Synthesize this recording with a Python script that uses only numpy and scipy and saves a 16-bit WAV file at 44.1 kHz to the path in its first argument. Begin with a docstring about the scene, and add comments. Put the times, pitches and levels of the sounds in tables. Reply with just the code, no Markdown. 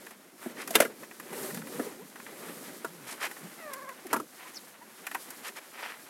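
"""A car seat slides out through an open door, its upholstery rustling and scraping by sliding friction.
Impacts excite damped modes: the loose plastic plug and wires tap on the steel frame, and the frame
knocks on the trim. Stick-slip motion makes the cushion creak and groan and the rubber door seal squeak.
The body shell booms under the rubbing, and ribbed webbing zips past near the end.
The padded cabin is nearly dead, and the sound is heard from close by."""
import sys
import numpy as np
from scipy import signal
from scipy.fft import rfft, irfft, next_fast_len
from scipy.io import wavfile
from scipy.ndimage import uniform_filter1d

SR = 44100
rng = np.random.default_rng(int(sys.argv[2]) if len(sys.argv) > 2 else 0)


def dump_mix(stems):
    """Bounce the given channels to the path in sys.argv[1] as a 16-bit WAV at rate SR."""
    frames = np.atleast_2d(stems).T  # one column per channel
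    limited = np.clip(frames, -1, 1)  # hard clip at full scale
    pcm = np.round(limited * 32767).astype(np.int16)
    wavfile.write(sys.argv[1], SR, pcm)


N = 268833
TIME = np.arange(N) / SR
AGE = np.arange(SR // 4) / SR   # time since a contact
STRIKE_S, CREAK_LEAD_S = .015, .12


def from_db(db):
    """Amplitude ratio of a level."""
    return 10 ** (np.asarray(db) / 20)


def rms_one(x):
    """Normalisation to unit rms."""
    return x / np.sqrt(np.mean(x ** 2) + 1e-20)


def at_hz(spectrum, hz):
    """Level of a spectrum, interpolated in log frequency."""
    f, db = np.transpose(spectrum)
    return np.interp(np.log(np.maximum(hz, 1)), np.log(f), db, left=-70, right=-70)


def add(track, s, sound):
    """Superposition of a sound on the track at time s."""
    start = max(round(s * SR), 0)
    track[start:start + len(sound)] += sound[:max(N - start, 0)]


def white():
    """White noise for one contact."""
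    return rng.standard_normal(len(AGE))


def coloured(x, spectrum):
    """Spectral shaping of a noise; rms 1."""
    size = next_fast_len(len(x))
    hz = np.arange(size // 2 + 1) * SR / size
    shaped = rfft(x, size) * from_db(at_hz(spectrum, hz))
    return rms_one(irfft(shaped, size)[:len(x)])


def band(x, low_hz, high_hz):
    """Butterworth band-pass filter."""
    edges = [low_hz, np.clip(high_hz, low_hz + 10, .45 * SR)]
    return signal.sosfilt(signal.butter(3, edges, "band", fs=SR, output="sos"), x)


def drift(rate_hz):
    """Slow random fluctuation: low-passed noise of rms 1."""
    step = 40   # samples
    r = np.exp(-2 * np.pi * step * rate_hz / SR)
    slow = signal.lfilter([1], [1, -2 * r, r * r], rng.standard_normal(N // step + 2002))[2000:]
    return np.interp(np.arange(N) / step, np.arange(len(slow)), rms_one(slow))


def resonate(x, modes):
    """Modal response: damped resonators in parallel, with alternating signs."""
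    out = 0
    for k, (hz, width, db) in enumerate(modes):
        r = np.exp(-np.pi * width / SR)
        peak = signal.lfilter([1, 0, -1], [1, -2 * r * np.cos(2 * np.pi * hz / SR), r * r], x)
        out = out + (-1) ** k * from_db(db) * (1 - r * r) / 2 * peak
    return out


def swell(peak_s, length_s):
    """Gaussian envelope, about 9 dB down at either end of its length."""
    return np.exp(-(2 * (TIME - peak_s) / length_s) ** 2)


def held(start_s, end_s, attack_s, release_s):
    """Trapezoidal envelope."""
    return np.clip(np.minimum((TIME - start_s) / attack_s, (end_s - TIME) / release_s), 0, 1)


def dying(rise_s, t60, tail_db, tail_t60):
    """Exponential decay of a contact, with a faint reverberant tail."""
    rise = (1 - np.exp(-AGE / rise_s)) ** 2
    return rise * (from_db(-60 * AGE / t60) + from_db(tail_db - 60 * AGE / tail_t60))


def struck(x, db):
    """An impact scaled to an rms level over its first STRIKE_S."""
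    return from_db(db) * x / np.sqrt(np.mean(x[:round(STRIKE_S * SR)] ** 2))


def friction(spectrum, flutter_db, flutter_hz, grains_per_s=700, grain_db=-7.5):
    """Friction noise: countless tiny slips and some coarser grains, modulated by uneven pressure."""
    grains = rng.standard_normal(N) * (rng.random(N) < grains_per_s / SR)
    slips = rng.standard_normal(N) + from_db(grain_db) * rms_one(grains)
    return coloured(slips * from_db(flutter_db * drift(flutter_hz)), spectrum)


def creak(length_s, hz, octaves_per_s, jitter=.046, shimmer_db=1, overtone_db=-9):
    """Brief stick-slip oscillation: a rough, gliding tone that peaks at CREAK_LEAD_S."""
    t = AGE - CREAK_LEAD_S
    waver, shimmer = (rms_one(uniform_filter1d(white(), size=260)) for _ in range(2))
    pitch = hz * 2 ** (octaves_per_s * t) * (1 + jitter * waver)
    phase = 2 * np.pi * np.cumsum(pitch) / SR
    tone = np.sin(phase) + from_db(overtone_db) * np.sin(2 * phase)
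    return tone * from_db(shimmer_db * shimmer) * np.exp(-(2 * t / length_s) ** 2)


def catches(speed, per_s=65, rest_hz=274.3, length_s=.016, spread_db=10):
    """Random stick-slip events whose frequency rises with sliding speed; rms 1."""
    out = np.zeros(N)
    for when, scatter, size in rng.random((round(per_s * N / SR), 3)):
        octaves = .6 * speed[int(when * N)] + (scatter - .5)
        catch = creak(length_s, rest_hz * 2 ** octaves, octaves_per_s=0)
        add(out, when * N / SR - CREAK_LEAD_S, from_db(spread_db * size) * catch)
    return rms_one(out)


# Modes of the slide rail: f/Hz, bandwidth/Hz, gain/dB
SLIDE_RAIL_MODES = [(1850, 96, 2), (3020, 97, 13), (3146, 23, 9), (7150, 50, 14.5), (12240, 37, 5.5)]

def on_rail(x, ring_db=-7):
    """Sympathetic resonance: a contact sound plus the thin ring it excites in the rail; rms 1."""
    return rms_one(x + from_db(ring_db) * resonate(x, SLIDE_RAIL_MODES))


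# Friction spectra of the cushion, its cover and the weave: f/Hz, relative level/dB
RUB_SPECTRUM = [(25, -35), (60, -36), (105, -17), (150, -5), (210, 2.5), (450, 0.5), (620, -1.5),
                (850, -33), (1300, -9.5)]
SCUFF_SPECTRUM = [(450, -4.5), (750, 2.5), (2000, 2), (4000, -10.5), (5500, -31)]
HISS_SPECTRUM = [(2800, -6), (4200, -1), (7500, -1), (11800, 1), (13500, -3), (16000, -10)]
# Swells of rubbing and cloth noise, from pulls on the seat and as a wash around the two loud clatters:
# peak t/s, duration/s, cloth level/dB, rub level/dB
NOISE_SWELLS = [(0.044, 0.18, -53.5, -53.5), (0.45, 0.14, -48, -58.5), (0.57, 0.23, -56, -47.5),
                (0.785, 0.23, -44.5, -38.5), (1.016, 0.087, -51, -49.5), (1.434, 0.3, -43.5, -40),
                (1.79, 0.28, -47, -41), (2.528, 0.54, -48.5, -47), (3.31, 0.907, -52, -68),
                (4.165, 0.12, -50.5, -41), (4.552, 0.5, -53, -65), (5.254, 0.78, -50, -58.5),
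                (5.925, 0.83, -52, -68)]

def upholstery():
    """Sliding friction: foam muffles the rub, the cover scuffs and hisses, and swells add in power."""
    leaning = held(.54, 4.62, attack_s=.67, release_s=.67)
    slides = [(1, -58, -58.5), (leaning, -55, -56)]   # shifting in the hands; against the door opening
    slides += [(swell(s, length), cloth, rub) for s, length, cloth, rub in NOISE_SWELLS]
    cloth_db = 10 * np.log10(sum((shape * from_db(db)) ** 2 for shape, db, _ in slides))
    rub_db = 10 * np.log10(sum((shape * from_db(db)) ** 2 for shape, _, db in slides))
    speed = np.clip((cloth_db + 55) / 10, 0, 1.5)
    rub = from_db(-2.5) * friction(RUB_SPECTRUM, flutter_db=2, flutter_hz=22)
    rub += from_db(-5) * catches(speed)
    scuff = friction(SCUFF_SPECTRUM, flutter_db=2, flutter_hz=12.7)
    hiss = on_rail(friction(HISS_SPECTRUM, flutter_db=1.34, flutter_hz=9.3), ring_db=-8)
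    sheen = rms_one(band(rng.standard_normal(N), low_hz=7700, high_hz=13800))
    hiss += from_db(-1.5) * speed * sheen   # faster sliding is brighter
    return from_db(rub_db) * rub + from_db(cloth_db - 2.3) * scuff + from_db(cloth_db - 2.5) * hiss


# Spectrum of a hard contact: f/Hz, relative level/dB
CRACK_SPECTRUM = [(2500, -12.5), (5400, -2.5), (7300, -1), (8600, -2), (11500, 3.5), (16000, -10)]
# Modes of the plastic plug: f/Hz, bandwidth/Hz, gain/dB
PLASTIC_MODES = [(956, 660, 4), (1510, 51, 10), (1670, 160, 5), (1977, 214, 7.5), (2460, 190, 2)]
# Light taps and clicks, and the bright snap on top of some frame knocks: t/s, body level/dB, snap level/dB
LIGHT_TAPS = [(0.0642, -46.5, -54), (0.107, -54.5, -54.5), (1.031, -45.5, -60), (0.674, -41.5, -40),
              (0.7056, -54, -38.5), (0.8012, -32, -25.5), (0.8171, -36, -36), (1.109, -47.5, -72),
              (1.197, -44, -48), (1.328, -47.5, -51), (1.503, -44.5, -54), (1.544, -47, -42.5),
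              (1.571, -44, -52), (1.616, -45.5, -65), (1.669, -49, -54), (2.156, -48, -57),
              (2.197, -48, -72), (2.263, -45, -70), (3.311, -44, -49.5), (3.365, -48, -66),
              (3.733, -44.5, -40.5), (3.889, -45, -51.5), (4.066, -50.5, -49), (4.157, -38, -62),
              (5.066, -36, -41), (5.1124, -40, -49.5), (5.1455, -33, -44.5), (5.303, -50, -43.5)]

def taps():
    """Light impacts excite heavily damped modes: a short hollow body under a bright snap."""
    out = np.zeros(N)
    chatter = dying(rise_s=.0012, t60=.032, tail_db=-24, tail_t60=.17)
    for s, body_db, snap_db in LIGHT_TAPS:
        body = band(resonate(white() * chatter, PLASTIC_MODES), low_hz=610, high_hz=3970)
        snap = on_rail(coloured(white(), CRACK_SPECTRUM) * chatter)
        add(out, s, struck(body, body_db) + struck(snap, snap_db))
    return out


# Modes of the cabin, trim panel and steel frame: f/Hz, bandwidth/Hz, gain/dB
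THUD_MODES = [(153, 200, -18.5), (237.7, 28, 5.5), (304, 30, 4.5)]
PANEL_MODES = [(430, 95, 1.5), (656, 30, 2)]
STEEL_MODES = [(940, 55, 1), (1075, 80, 1), (1375, 110, 4), (1655, 50, 6), (2030, 80, 3), (2430, 100, 1.5),
               (2825, 70, 3), (3125, 80, 1), (3580, 110, 4)]
# Blows and bounces of frame on trim:
# t/s, panel f/Hz, thud level/dB, panel level/dB, frame level/dB, upper excitation f/Hz
FRAME_KNOCKS = [(0.46, 320, -35, -34.5, -64, 2000), (0.706, 456, -50, -36.5, -48, 2980),
                (0.7526, 432, -39.5, -24, -18.5, 4160), (.762, 433, -35, -31, -31, 2300),
                (0.8017, 610, -32, -18.5, -24, 2580), (0.820, 510, -40, -28, -37, 3220),
                (.848, 500, -40.5, -33, -35, 1990), (1.795, 465, -30.5, -32.5, -39.5, 1940),
                (2.8451, 440, -45, -36, -34.5, 1560), (4.1289, 407, -38, -35, -25, 1530),
                (4.140, 423, -36.5, -36.5, -32, 1260), (4.163, 376, -39, -43, -33, 1400),
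                (4.198, 398, -45, -43, -37, 1380), (5.146, 349, -60, -56, -35, 1060)]

def knocks(detune=.01, above_panel=2.14, crack_db_per_db=1.52):
    """Impact excitation of cabin, panel and frame modes; the contact crack grows faster than the blow."""
    out = np.zeros(N)
    push = dying(rise_s=.0003, t60=.016, tail_db=-25, tail_t60=.15)
    chatter = dying(rise_s=.0006, t60=.035, tail_db=-25, tail_t60=.11)
    snap = dying(rise_s=.002, t60=.028, tail_db=-26, tail_t60=.12)
    impulse = np.linalg.norm(push) * (AGE == 0)
    for s, panel_hz, thud_db, panel_db, frame_db, top_hz in FRAME_KNOCKS:
        thud = band(resonate(impulse + white() * push, THUD_MODES), low_hz=128, high_hz=395)
        panel_modes = [(panel_hz, 90, 7)] + PANEL_MODES
        panel = band(resonate(impulse + white() * push, panel_modes), low_hz=260, high_hz=720)
        # the grip shifts the steel's modes; place and padding of the blow choose among them
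        modes = [(hz * (1 + detune * rng.standard_normal()), width, db) for hz, width, db in STEEL_MODES]
        contact = white() * chatter
        drive = band(contact, above_panel * panel_hz, top_hz)
        clack = band(contact, low_hz=605, high_hz=2480)
        frame = resonate(drive, modes) + from_db(-4.5) * drive + from_db(-17) * clack
        crack = on_rail(coloured(white(), CRACK_SPECTRUM) * snap)
        crack_db = -43 + crack_db_per_db * (frame_db + 33)   # -33 dB is a middling blow
        for part, db in (thud, thud_db), (panel, panel_db), (frame, frame_db), (crack, crack_db):
            add(out, s, struck(part, db))
    return out


# Friction spectrum of an edge on trim: f/Hz, relative level/dB
RASP_SPECTRUM = [(120, -33), (330, -4.5), (950, 2.5), (2300, 4), (4200, -10), (6000, -12)]
# Drags over the trim: start t/s, end t/s, rasp level/dB, hiss level/dB
EDGE_DRAGS = [(0.553, 0.658, -42, -50.5), (0.738, 0.758, -34, -39), (0.772, 0.854, -35, -44),
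              (3.045, 3.162, -45.5, -43.5), (3.194, 3.285, -32, -39), (4.079, 4.142, -45.5, -52.5),
              (4.45, 4.52, -50, -57), (5.426, 5.509, -40.5, -42.5), (5.55, 5.601, -41.5, -46.5),
              (5.715, 5.964, -40.5, -58)]

def scrapes(attack_share=.45, release_share=.29):
    """Friction noise swells as an edge digs in and stops as it slips free; the rail resonates with it."""
    rasp = on_rail(friction(RASP_SPECTRUM, flutter_db=2.2, flutter_hz=63))
    hiss = friction(HISS_SPECTRUM, flutter_db=3, flutter_hz=60)
    hiss = on_rail(band(hiss, low_hz=2000, high_hz=13000))
    out = np.zeros(N)
    for start, end, rasp_db, hiss_db in EDGE_DRAGS:
        length = end - start
        stroke = held(start, end, attack_share * length, release_share * length)
        out += stroke * (from_db(rasp_db) * rasp + from_db(hiss_db) * hiss)
    return out


# Cushion catching on trim: peak t/s, duration/s, f/Hz, glide/(octaves per s), level/dB
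CUSHION_CREAKS = [(1.44, 0.081, 380, -3.5, -42), (1.757, 0.03, 482, 3.5, -40), (1.875, 0.03, 405, 0, -39),
                  (2.005, 0.051, 422.5, 11.5, -44.5), (4.059, 0.017, 346, -13, -38),
                  (4.463, 0.02, 1034, 8, -46.5), (4.823, 0.03, 952, 8, -47.5)]

def creaks():
    """Single stick-slip bursts of the cushion stand out from its rub."""
    out = np.zeros(N)
    for s, length, hz, octaves_per_s, db in CUSHION_CREAKS:
        add(out, s - CREAK_LEAD_S, from_db(db) * creak(length, hz, octaves_per_s))
    return out


# Cushion pressing on the body shell: peak t/s, duration/s, level/dB
SHELL_PRESSES = [(1.578, 0.11, -40), (1.77, 0.067, -43), (2.04, 0.042, -49), (3.452, 0.06, -49)]

def boom():
    """Forced vibration: rubbing drives the lowest resonance of the cabin."""
    pressure = sum(from_db(db) * swell(s, length) for s, length, db in SHELL_PRESSES)
    return pressure * rms_one(band(rng.standard_normal(N), low_hz=144, high_hz=242))


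def glide(curve):
    """Frequency and gain interpolated along a curve, silent outside it."""
    s, hz, db = np.transpose(curve)
    sounding = (TIME > s[0]) * (TIME < s[-1])
    return np.interp(TIME, s, hz), sounding * from_db(np.interp(TIME, s, db))


def stick_slip(hz, gain, jitter, shimmer_db):
    """Relaxation oscillation: phase and amplitude of a nearly periodic grip and release."""
    pitch = hz * (1 + jitter * drift(rate_hz=80.4))
    return 2 * np.pi * np.cumsum(pitch) / SR, gain * from_db(shimmer_db * drift(rate_hz=26))


# Groan of the dragged cushion: t/s, f/Hz, level/dB
GROAN_CURVE = [(2.87, 150, -55), (2.94, 185.8, -53), (3.04, 133, -58), (3.11, 110, -69)]

def groan():
    """Damped stick-slip: the soft cushion leaves little more than the fundamental."""
    phase, amplitude = stick_slip(*glide(GROAN_CURVE), jitter=.0098, shimmer_db=2)
    return amplitude * (np.sin(phase) + from_db(-7) * np.sin(2 * phase))


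# Resonant response that colours the squeak: f/Hz, gain/dB
SEAL_RESPONSE = [(450, -11.5), (610, 5), (720, -17), (1120, 5.5), (1350, -11), (1700, -1), (3000, -8)]

def squeak(start_s=3.57, judder_s=3.765, end_s=3.945, judder_per_s=18.3, depth_hz=27):
    """Stick-slip on the rubber seal: the pitch sags as the slide slows, then wobbles as it judders."""
    since = TIME - judder_s
    sag_hz = 500 - 1080 * since
    judder_hz = 546 - 168 * since + depth_hz * np.sin(2 * np.pi * judder_per_s * since)
    hz = np.where(since < 0, sag_hz, judder_hz)
    gain = from_db(-47) * held(start_s, end_s, attack_s=.033, release_s=.022)
    phase, amplitude = stick_slip(hz, gain, jitter=.013, shimmer_db=1.5)
    instant_hz = np.diff(phase, prepend=0) * SR / (2 * np.pi)
    roughness = 1 + .27 * drift(rate_hz=150)
    tone = sum(from_db(at_hz(SEAL_RESPONSE, k * instant_hz) + db) * np.sin(k * phase)
               for k, db in [(1, 0), (2, 0), (3, 0), (4, -5.3)])
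    return amplitude * roughness * tone


# A slowing zip over ribbed webbing: t/s, f/Hz, level/dB
ZIP_CURVE = [(4.545, 6550, -57), (4.567, 5270, -50), (4.595, 3780, -51)]

def webbing():
    """Uneven ribs modulate a tone at their passing frequency into a narrow, falling hiss."""
    phase, amplitude = stick_slip(*glide(ZIP_CURVE), jitter=.013, shimmer_db=-6)
    unevenness = rms_one(band(rng.standard_normal(N), low_hz=24, high_hz=500))
    return amplitude * np.sin(phase) * unevenness


def scene():
    """Superposition of all sources, the same in both channels."""
    impacts = knocks() + taps()
    rubbing = scrapes() + upholstery() + creaks() + boom() + webbing() + squeak() + groan()
    return np.array([impacts + rubbing] * 2)


def record(dry, cutoff_hz=16200):
    """An elliptic low-pass filter cuts the highest treble steeply."""
    return signal.sosfilt(signal.ellip(10, .2, 80, cutoff_hz, fs=SR, output="sos"), dry)


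dry = scene()
out = record(dry)
dump_mix(out)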